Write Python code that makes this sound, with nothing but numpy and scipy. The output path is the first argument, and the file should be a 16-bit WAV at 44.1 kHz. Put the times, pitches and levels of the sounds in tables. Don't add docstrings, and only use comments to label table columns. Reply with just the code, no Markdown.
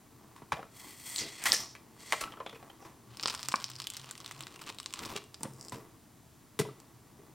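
import sys
import numpy as np
from scipy import signal
from scipy.fft import rfft, irfft
from scipy.io import wavfile
from scipy.ndimage import uniform_filter1d

SR = 44100
rng = np.random.default_rng(int(sys.argv[2]) if len(sys.argv) > 2 else 0)


def transcribe(signal):
    frames = np.atleast_2d(signal).T
    limited = np.clip(frames, -1, 1)
    pcm = np.round(limited * 32767).astype(np.int16)
    wavfile.write(sys.argv[1], SR, pcm)


N = 323678
TIME = np.arange(N) / SR

# [t/s, relative level/dB, body/dB, top/dB, resonance f/Hz]
SINGLE_SNAPS = [(1.161, 0.5, -20, 3, 4200), (1.183, -4, -22, 5, 4150), (1.1893, -3, -16, 0, 4100),
                (1.4394, -6, 2, 14.5, 1903), (1.52, 11, -3, -4, 5086), (3.1971, -2.5, 6.5, -16, 4440),
                (3.2282, -10, 2, 6, 5150), (3.234, 7, 6.5, -14.5, 5060), (3.258, 6, 8.5, -14, 5000),
                (3.275, -0.5, -10, -3, 5080), (3.282, 4.5, 8, -10, 4940), (3.299, -0.5, -5, -3, 5150),
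                (3.307, -4.5, 10.5, -7, 4940), (3.341, -4, 12, -5, 1060), (3.3493, -4.5, 12, 0.5, 5100),
                (3.3934, -8, 6, -10, 5000), (3.43, -5, 2, 2.5, 5160), (3.486, 0, 11, 7.5, 4900),
                (3.5174, -5, -6, -8, 1018), (3.521, 0, -1, -7, 1020), (3.5582, -3, -19, 0, 4880),
                (3.6422, -0.5, -2, -2, 5100), (3.7005, -7.5, 10, 4.5, 4700), (3.8011, -5.5, 9, 0, 4900),
                (3.819, -8.5, 8, -1, 4790), (3.8701, -5.5, 5, 11.5, 3100), (3.902, -8, -1, 9.5, 3040),
                (3.937, -9, 2.5, 1, 1240), (3.9682, -7, 4, 9, 5000), (4.111, -5.5, -1, 5.5, 1500),
                (4.1784, -8, -8, -4, 1130), (4.2029, -5.5, -3.5, -6, 1130), (4.2614, -8, 8, 2, 3770),
                (4.3114, -8.5, 8, 3.5, 2000), (4.4072, -10, 9, 6.5, 3640), (4.4691, -11, 5.5, 1, 1510),
                (4.6911, -11.5, 4, 5, 1120), (4.7858, -7, 0, -1, 3900), (4.8007, -7, 1, 1, 1090),
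                (4.8604, -2, 0, -3, 1050), (4.927, -10, -3, -4, 1050), (4.9382, 0.5, -2, -1, 1040),
                (4.9918, -9, 17, 4, 3750), (5.0513, -5, 5, -3, 1000), (5.058, -3, 0.5, -5, 1000),
                (5.1635, -0.5, -5, -1, 2654), (5.344, -9.5, 2, -6, 5150), (5.4328, -5, -25, 5.5, 9500),
                (5.684, -18, -16, 7, 4970), (5.696, -22, -10, 10, 7600), (6.8016, -24.5, 19, 8, 4590)]
# [f/Hz, level/dB]
SHEET_COLOUR = [(200, -9), (700, -5), (1100, 5), (1700, -2.5), (3000, 1), (4800, -3), (6500, -9.5),
                (8400, -11.5), (11000, -21), (16000, -23)]


def label_peel():
    # [start t/s, hold/s, relative level/dB, top/dB]
    pulls = [(0.77, 0.17, -51, 3), (.99, 0.05, -51, 5), (1.07, .09, -44.5, 4), (1.19, 0.032, -37, -7),
             (1.25, 0.16, -46, -7), (1.48, 0.016, -31.5, -0.5), (1.535, 0.084, -46.5, 3),
             (2.01, 0.082, -50.5, -6), (2.1, 0.12, -44.5, -6)]
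    # [f/Hz, level/dB]
    label_colour = [(300, -15.5), (1100, -4), (1650, -13), (2400, -6.5), (3700, -8.5), (5200, -5.5),
                    (7000, -8.5), (10500, -15), (14500, -8.5), (16000, -19)]
    # [f/Hz, lift/dB, Q]
    panel = [(1984, 15.5, 13), (3305, 11, 30), (4380, 7.5, 17), (8470, 10.5, 5.6)]
    pull, top_db = strokes(pulls, attack_s=0.027, release_s=0.024)
    x = peel(pull, top_db, label_colour, threads_per_s=1100, spread_db=2.5, hiss_db=-1.5, judder_db=2.0)
    for hz, db, q in panel:
        x = resonate(x, hz, db, q)
    return amp(-7.0) * x


def sheet_peel():
    # [start t/s, hold/s, relative level/dB, top/dB]
    pulls = [(3.11, 0.12, -55, 0), (3.22, 0.43, -47.5, 10), (3.285, 0.025, -37.5, 4), (3.62, 0.94, -54, 6),
             (4.06, 0.05, -48, -12), (4.4, .035, -49, -3), (4.61, .015, -43, 11), (4.672, 0.028, -36, -1),
             (4.95, 0.197, -43, 3), (5.1, 0.016, -38, 10), (5.163, 0.016, -33, 1)]
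    pull, top_db = strokes(pulls, attack_s=0.0082, release_s=0.0064)
    x = peel(pull, top_db, SHEET_COLOUR, threads_per_s=380, spread_db=3, hiss_db=-4.5, judder_db=5)
    return amp(-5.5) * x


def peel(pull, top_db, shape, threads_per_s, spread_db, hiss_db, judder_db):
    breaks = grains(threads_per_s, spread_db) + amp(hiss_db) * rng.standard_normal(N)
    judder = amp(judder_db * walk(110))
    crackle = unit(colour(judder * breaks, shape))
    return brighten(crackle, top_db) * pull


def snaps():
    # [f/Hz, level/dB]
    snap_colour = [(60, -31), (300, -19.5), (700, -20.5), (1100, -9.5), (1700, -14), (3000, -6.5),
                   (5000, -6.5), (6500, -9), (8400, -7), (11000, -22), (16000, -23)]
    tear_s, spike = 0.00027, 0.69
    flutter_s, flutter_db = 0.0052, -6.5
    tail_s, tail_db = 0.0064, -13
    gain_db, ring_db, ring_q = -1, 10.5, 7
    out = np.zeros(N)
    for s, db, body_db, top_db, hz in SINGLE_SNAPS + faint_snaps():
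        tear = burst(tear_s, size=3000)
        tear[0] += spike
        flutter = amp(flutter_db) * burst(flutter_s, size=3000)
        tail = amp(tail_db) * burst(tail_s, size=3000)
        kick = tear / np.linalg.norm(tear) + flutter + tail
        snap = colour(kick, snap_colour, [(1300, body_db), (4000, 0), (10500, top_db)])
        add(out, s, amp(db + gain_db) * resonate(snap, hz, ring_db, ring_q))
    return trail(out, hz=2500, q=0.94)


def faint_snaps():
    start_s, end_s, count, thinning = 3.17, 5.25, 100, 1.2
    level_db, fade_db_per_s, level_spread_db = -13.5, -4.5, 1.5
    body_db, top_db, colour_spread_db = 4, 1, 5
    strip_hz, strip_hold_s, octaves_per_s, scatter_octaves_per_s = 5000, 0.59, 1.59, 1.2
    gap_s = 0.012

    place = (np.arange(count) + rng.random(count)) / count
    size, body, top, pitch = rng.standard_normal((count, 4)).T
    age_s = (end_s - start_s) * place ** thinning
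    octaves = np.maximum(age_s - strip_hold_s, 0) * (octaves_per_s + scatter_octaves_per_s * pitch)
    rows = zip(start_s + age_s,
               level_db + fade_db_per_s * age_s + level_spread_db * size,
               body_db + colour_spread_db * body,
               top_db + colour_spread_db * top,
               strip_hz / 2 ** np.clip(octaves, 0, 2.2))
    return [row for row in rows if not any(0 < listed[0] - row[0] < gap_s for listed in SINGLE_SNAPS)]


def buckle():
    # [f/Hz, level/dB, t60/s]
    modes = [(270, -38.5, 0.044), (610, -36, 0.022), (1077, -11.5, 0.013), (1460, -31, 0.042),
             (2290, -34, 0.018)]
    buckle_s, crack_db, scatter_db, scatter_s = 3.5408, -19, -10, 0.0064
    t, out = TIME[:4000], np.zeros(N)
    pop = sum(amp(db - 60 * t / t60) * np.sin(2 * np.pi * hz * t) for hz, db, t60 in modes)
    scatter = signal.fftconvolve(pop, burst(scatter_s, size=4000))[:len(t)]
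    pop = pop + amp(scatter_db) * scatter
    pop = colour(pop, [(40, -37), (200, -3.0), (500, -5.5), (2600, 5.5), (4000, -15), (10000, -10)])
    crack = amp(crack_db) * colour(burst(.002, size=4000), SHEET_COLOUR)
    add(out, buckle_s, pop + crack)
    return out


def label_slide():
    # [start t/s, hold/s, level/dB]
    swishes = [(1.07, 0.06, -51.5), (1.19, 0.02, -37.5), (1.25, 0.033, -48), (1.43, 0.034, -45.5),
               (1.55, 0.006, -30), (1.6, 0.029, -43.5), (1.69, 0.025, -55), (2.1, .06, -64),
               (2.82, 0.034, -66)]
    lift_s, free_s, length_doubling_s = 1.165, 1.515, .085
    stuck_hz, free_hz = 8310, 5530
    slip_db, half_width_hz, skirt_hz, skirt_db = 3, 480, 1900, -7
    gain, = strokes(swishes, attack_s=0.029, release_s=0.024)
    free_length = 1 + np.maximum(TIME - lift_s, 0) / length_doubling_s
    hz = np.where(TIME < free_s, stuck_hz / free_length, free_hz)

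    noise = rng.standard_normal(N) + 1j * rng.standard_normal(N)
    friction = amp(slip_db * walk(150)) * noise
    core, skirt = (signal.sosfilt(signal.butter(2, width, fs=SR, output="sos"), friction)
                   for width in (half_width_hz, skirt_hz))
    sway = core + amp(skirt_db) * np.roll(skirt, SR)
    carrier = np.exp(2j * np.pi * np.cumsum(hz) / SR)
    return unit(np.real(sway * carrier)) * gain


def film_flex():
    # [t/s, level/dB, top/dB]
    flexing = [(5.4, -61, 9), (5.45, -63, 11), (5.5, -74, 12), (5.56, -67, 9), (5.62, -50, -7),
               (5.66, -56.5, 1), (5.7, -72, 3), (5.76, -61, -12), (5.82, -77, 3)]
    # [f/Hz, level/dB]
    film_colour = [(800, -28), (2000, -20), (3800, -22), (5070, 2), (6040, -8), (7700, -2), (10700, -17),
                   (16000, -20)]
    slips_per_s, scatter_db, hiss_db = 110, 6.0, -8
    s, *columns = np.transpose(flexing)
    level_db, top_db = (np.interp(TIME, s, column) for column in columns)
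    lasting = uniform_filter1d(1. * ((TIME >= s[0]) & (TIME <= s[-1])), size=400)

    cycles = np.floor(np.cumsum(slips_per_s * np.exp(0.5 * walk(81))) / SR)
    slips = unit(np.diff(cycles, prepend=0) * amp(scatter_db * walk(300)))
    x = unit(colour(slips + amp(hiss_db) * rng.standard_normal(N), film_colour))
    return brighten(x, top_db) * amp(level_db) * lasting


def knocks():
    # [t/s, relative level/dB, bass/dB, low middle/dB, top/dB, resonance f/Hz, rattle decay/s]
    blows = [(0.3626, -17.5, 3, -11, -12.5, 1000, 0.024), (0.4197, -17, 15, 5.5, -33, 960, 0.0088),
             (0.5208, 9.5, 4, -6, -25.5, 856, 0.014), (0.568, -7.5, -16, 4, -30, 670, .009),
             (0.592, -10.5, 1, 10, -35, 747, 0.013), (0.629, -12, -8, 9, -27, 1320, 0.011),
             (1.4563, 11, -14, -12.5, -8, 2000, 0.012), (1.5286, 0.5, -1.5, 6, 4.5, 1780, 0.02),
             (1.7513, -11, -2, -10, -17, 2310, 0.0096), (2.1234, 8.5, -20, -11.5, -12.5, 2100, 0.0027),
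             (2.1309, 6.5, -19, 3.5, -16, 1040, 0.0081), (2.21, -2.5, -3.5, 5.5, -2.5, 1290, .01),
             (2.225, -5, -8, 4, -11, 1320, 0.011), (2.2383, -4, -6, -1, -22, 2950, 0.0029),
             (2.2748, -11, -2, -15, -37, 1330, .007), (2.322, -10.5, -16, 9, -27, 3140, 0.0088),
             (2.3384, -12, -11, 1, -40, 1060, 0.0081), (2.3712, -11.5, -9, 8, -38, 1310, 0.022),
             (2.4015, -0.5, -24, 3.5, -42, 1024, 0.01), (2.4628, -1, -12, 5.5, -31, 3420, 0.0088),
             (2.4948, -14.5, 3, -3, -15, 3400, 0.013), (2.528, -10, -14, 1.5, -26, 437, 0.034),
             (2.547, -19, -8, -2, -14, 2580, 0.022), (2.6269, -16.5, 5, 7, -23, 770, 0.013),
             (2.6997, -15.5, -1, 3, -29, 3170, .006), (2.824, -21.5, -2, 14, -18, 793, 0.01),
             (2.85, -14.5, -5, 4, -14, 990, 0.043), (5.155, -6, 6, 4.5, -31, 410, 0.0066),
             (5.408, -18, 14, 12, -30, 930, .008), (5.4317, -6.5, 20, 3, -22, 890, 0.024),
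             (5.453, -4.5, 10.5, 0.5, -46, 503, 0.0097), (5.7216, -5.5, 17.5, 4, -11.5, 960, 0.016),
             (5.756, -15.5, 13, 6, -32, 397, 0.0077), (6.591, 5.5, 19, 4, -6, 422, .016),
             (6.651, -11, -6, 6, -34, 1000, 0.0089), (6.688, -17.5, 11, 11, -45, 1220, .007),
             (7.193, -29, 22, 15, -25, 396, 0.0091)]
    contact_s, spike, rattle_db, rough, chatter_db = 0.0035, 0.44, 6, 0.29, 4
    gain_db, ring_db, ring_q, upper_share = -2, 13.0, 12, 0.33
    rim_hz, rim_db = 2500, 3
    out = np.zeros(N)
    chatter = amp(chatter_db * walk(260))
    for s, db, bass_db, low_db, top_db, hz, decay_s in blows:
        chatter_here = np.roll(chatter, -int(s * SR))[:8000]
        rattle = burst(decay_s, size=8000, rough=rough) * chatter_here
        push = burst(contact_s, size=8000) + amp(rattle_db) * rattle / np.linalg.norm(rattle)
        push[0] += spike
        shape = [(55, bass_db - 27.5), (125, bass_db), (480, low_db), (1100, 0.016),
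                 (3000, upper_share * top_db), (10000, top_db), (16000, top_db - 13)]
        blow = colour(push / np.linalg.norm(push), shape)
        spot_db = ring_db + rim_db * (hz > rim_hz)
        add(out, s, amp(db + gain_db) * resonate(blow, hz, spot_db, ring_q))
    return shell(trail(out, hz=130, q=1.76), ring_db=-7.0)


def shell(x, ring_db):
    # [f/Hz, relative level/dB, t60/s]
    modes = [(212, 4.5, 0.21), (456, 5.5, 0.21), (656, -2, 0.13), (968, -6.5, 0.045), (1132, 3.5, 0.035),
             (1315, 7, 0.16), (1850, -15, 0.3), (1980, 6, 0.06), (2490, 8.5, 0.18)]
    t, ring = TIME[:SR // 4], 0
    for hz, db, t60 in modes:
        rate = np.log(1000) / t60
        ring = ring + amp(db) * 2 * rate / SR * np.exp(-rate * t) * np.cos(2 * np.pi * hz * t)
    return x + amp(ring_db) * signal.fftconvolve(x, ring)[:N]


def fingers():
    # [start t/s, hold/s, relative rub level/dB, hollow body against rub/dB]
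    shifts = [(0.56, 0.024, -47.5, -14), (0.86, 0.014, -49, -4), (1.21, 0.046, -58.5, 14),
              (1.49, 0.013, -40.5, -5), (1.6, 0.043, -46, -4), (2.23, 0.073, -49.5, -2),
              (2.54, 0.2, -55, -5), (2.82, 0.042, -52, -2), (3.3, 0.14, -53.5, -11), (4.08, .02, -55, -7),
              (4.39, .04, -53.5, -9), (4.67, 0.023, -54.5, 2), (5.0, .13, -44, 0.5), (5.44, 0.22, -62, 5),
              (5.75, 0.036, -56, 8), (6.65, .03, -62, 7), (7.19, 0.081, -74, 13)]
    # [f/Hz, level/dB]
    rub_colour = [(200, -26), (500, -3.5), (750, 2), (1100, -1.5), (1400, -12), (1800, -11), (4000, -28)]
    hollow_colour = [(60, -10.5), (130, -1), (220, -7), (330, 4), (450, -2.5), (700, -5.5), (1500, -31.5)]
    rub_gain_db, hollow_gain_db = -5.5, -4.0
    slips_per_s, spread_db, hiss_db = 260, 3, -6
    creep_rub_db, creep_hollow_db, creep_wander_db, creep_per_s = -61.5, -61, 3.5, 6
    still_s, still_db = 5.9, -4

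    shift, body_db = strokes(shifts, attack_s=.025, release_s=0.034)
    creep = amp(creep_wander_db * walk(creep_per_s) + still_db * (TIME > still_s))
    slips = grains(slips_per_s, spread_db) + amp(hiss_db) * rng.standard_normal(N)
    slips = shell(slips, ring_db=-1.5)
    rub = unit(colour(slips, rub_colour))
    hollow = unit(colour(slips, hollow_colour))
    rub_level = amp(rub_gain_db) * np.hypot(shift, amp(creep_rub_db) * creep)
    hollow_level = amp(hollow_gain_db) * np.hypot(amp(body_db) * shift, amp(creep_hollow_db) * creep)
    return rub_level * rub + hollow_level * hollow


def booms():
    # [middle t/s, f/Hz, level/dB, length/s]
    pushes = [(.539, 73, -52, .076), (2.235, 48, -56, .067), (3.115, 122, -53, .15), (3.367, 77, -60, .08),
              (3.48, 129.4, -53.5, .1), (3.73, 127, -52.5, .33), (4.02, 130.6, -53.5, .11),
              (4.40, 137, -53.5, .22), (4.72, 115.3, -58.5, .11), (5.051, 109.3, -60, .19),
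              (5.51, 128.8, -50, .2), (6.635, 129, -43, 0.094), (6.74, 128.8, -59.5, .18)]
    out, drift = np.zeros(N), 1 + 0.061 * walk(50)
    for s, hz, db, length_s in pushes:
        swell = np.hanning(int(length_s * SR))
        phase = 2 * np.pi * hz * np.cumsum(drift[int(s * SR):][:len(swell)]) / SR
        add(out, s - length_s / 2, np.sqrt(2) * amp(db) * swell * np.sin(phase))
    return out


def reflections(x):
    turn = np.pi * walk(5)
    first, second = (signal.fftconvolve(x, burst(0.0046, size=4000))[:N] for _ in range(2))
    return np.cos(turn) * first + np.sin(turn) * second


def room(x):
    # [f/Hz, level/dB]
    room_colour = [(60, -10), (130, 2), (400, 4), (1200, -2.5), (2500, 1), (5000, 0.5), (8000, -3.5),
                   (12000, -1.5), (16000, -19.5)]
    t60_s, gap_s, level_db = 0.36, 0.004, -11.5
    tail = colour(burst(t60_s / np.log(1000), size=22000, rough=0.24), room_colour)
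    out = np.zeros(N)
    add(out, gap_s, signal.fftconvolve(x, tail)[:N])
    return amp(level_db) * out


def floor():
    # [f/Hz, level/dB]
    floor_colour = [(15, -52), (25, -5), (59, -7), (80, -1), (127, 5), (149, -1.5), (270, -1), (363, -6),
                    (405, -8), (560, -17.5), (607, -10), (1370, -16.5), (2480, -21), (5140, -21),
                    (16000, -26)]
    return amp(-59.5 + 0.1 * walk(2.77)) * unit(colour(rng.standard_normal(N), floor_colour))


def amp(db):
    return 10 ** (np.asarray(db) / 20)


def unit(x):
    return x / np.sqrt(np.mean(x ** 2))


def add(out, s, x):
    i = max(int(s * SR), 0)
    out[i:i + len(x)] += x[:N - i]


def walk(rate):
    knots = rng.standard_normal(4096)
    return np.interp(TIME * rate, np.arange(len(knots)), knots)


def burst(decay_s, size, rough=0.):
    noise, lumps = rng.standard_normal((2, size))
    x = noise * np.exp(rough * lumps - np.arange(size) / SR / max(decay_s, 1 / SR))
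    return x / np.sqrt(np.sum(x ** 2))


def grains(per_s, spread_db):
    size_db = spread_db * np.minimum(rng.exponential(size=N), 3)
    impulses = amp(size_db) * rng.choice([-1, 1], N)
    return unit(impulses * (rng.random(N) < per_s / SR))


def strokes(table, attack_s, release_s):
    start, hold, db, *columns = np.transpose(table)[:, :, None]
    fade = np.maximum(start - TIME, 0) / attack_s + np.maximum(TIME - start - hold, 0) / release_s
    power = (amp(db) * np.exp(-np.minimum(fade, 20))) ** 2
    total = power.sum(axis=0)
    return [np.sqrt(total)] + [(power * c).sum(axis=0) / total for c in columns]


def response(*shapes, size=2048):
    hz = np.maximum(np.arange(size // 2 + 1) * SR / size, 1)
    db = sum(np.interp(np.log(hz), np.log(np.array(p)[:, 0]), np.array(p)[:, 1]) for p in shapes)
    cepstrum = irfft(np.log(amp(db)))
    cepstrum[1:size // 2] *= 2
    cepstrum[size // 2 + 1:] = 0
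    return irfft(np.exp(rfft(cepstrum)))


def colour(x, *shapes):
    return signal.fftconvolve(x, response(*shapes))[:len(x)]


def resonate(x, hz, db, q):
    b, a = signal.iirpeak(hz, q, fs=SR)
    return x + (amp(db) - 1) * signal.lfilter(b, a, x)


def trail(x, hz, q):
    b, a = signal.iirpeak(hz, q, fs=SR)
    return x - 2 * signal.lfilter(b, a, x)


def brighten(x, top_db):
    dull = signal.sosfiltfilt(signal.butter(2, 9000, fs=SR, output="sos"), x)
    return dull + amp(top_db) * (x - dull)


def scene():
    # [f/Hz, level/dB]
    side_colour = [(25, -10), (60, -16.5), (200, -12), (600, -8), (1500, -17), (3000, -27), (5500, -16),
                   (7000, -1), (8300, -1.5), (9500, -3.5), (11000, 3), (16000, -28)]
    # [f/Hz, level/dB]
    lean_colour = [(60, -36), (130, -21), (500, -25.5), (1100, -25), (2200, -37), (5000, -31),
                   (8300, -13.5), (12000, -23)]
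    peeling = label_peel() + sheet_peel() + snaps() + buckle()
    handling = label_slide() + film_flex() + knocks() + fingers() + booms()
    near = peeling + handling
    mid = near + room(near) + floor()
    spread = colour(amp(-5.0) * reflections(near) + amp(1.0) * floor(), side_colour)
    side = spread + colour(mid, lean_colour)
    return np.array([mid + side, mid - side])


def record(dry):
    return signal.sosfilt(signal.ellip(10, .2, 70, 16100, fs=SR, output="sos"), dry)


dry = scene()
out = record(dry)
transcribe(out)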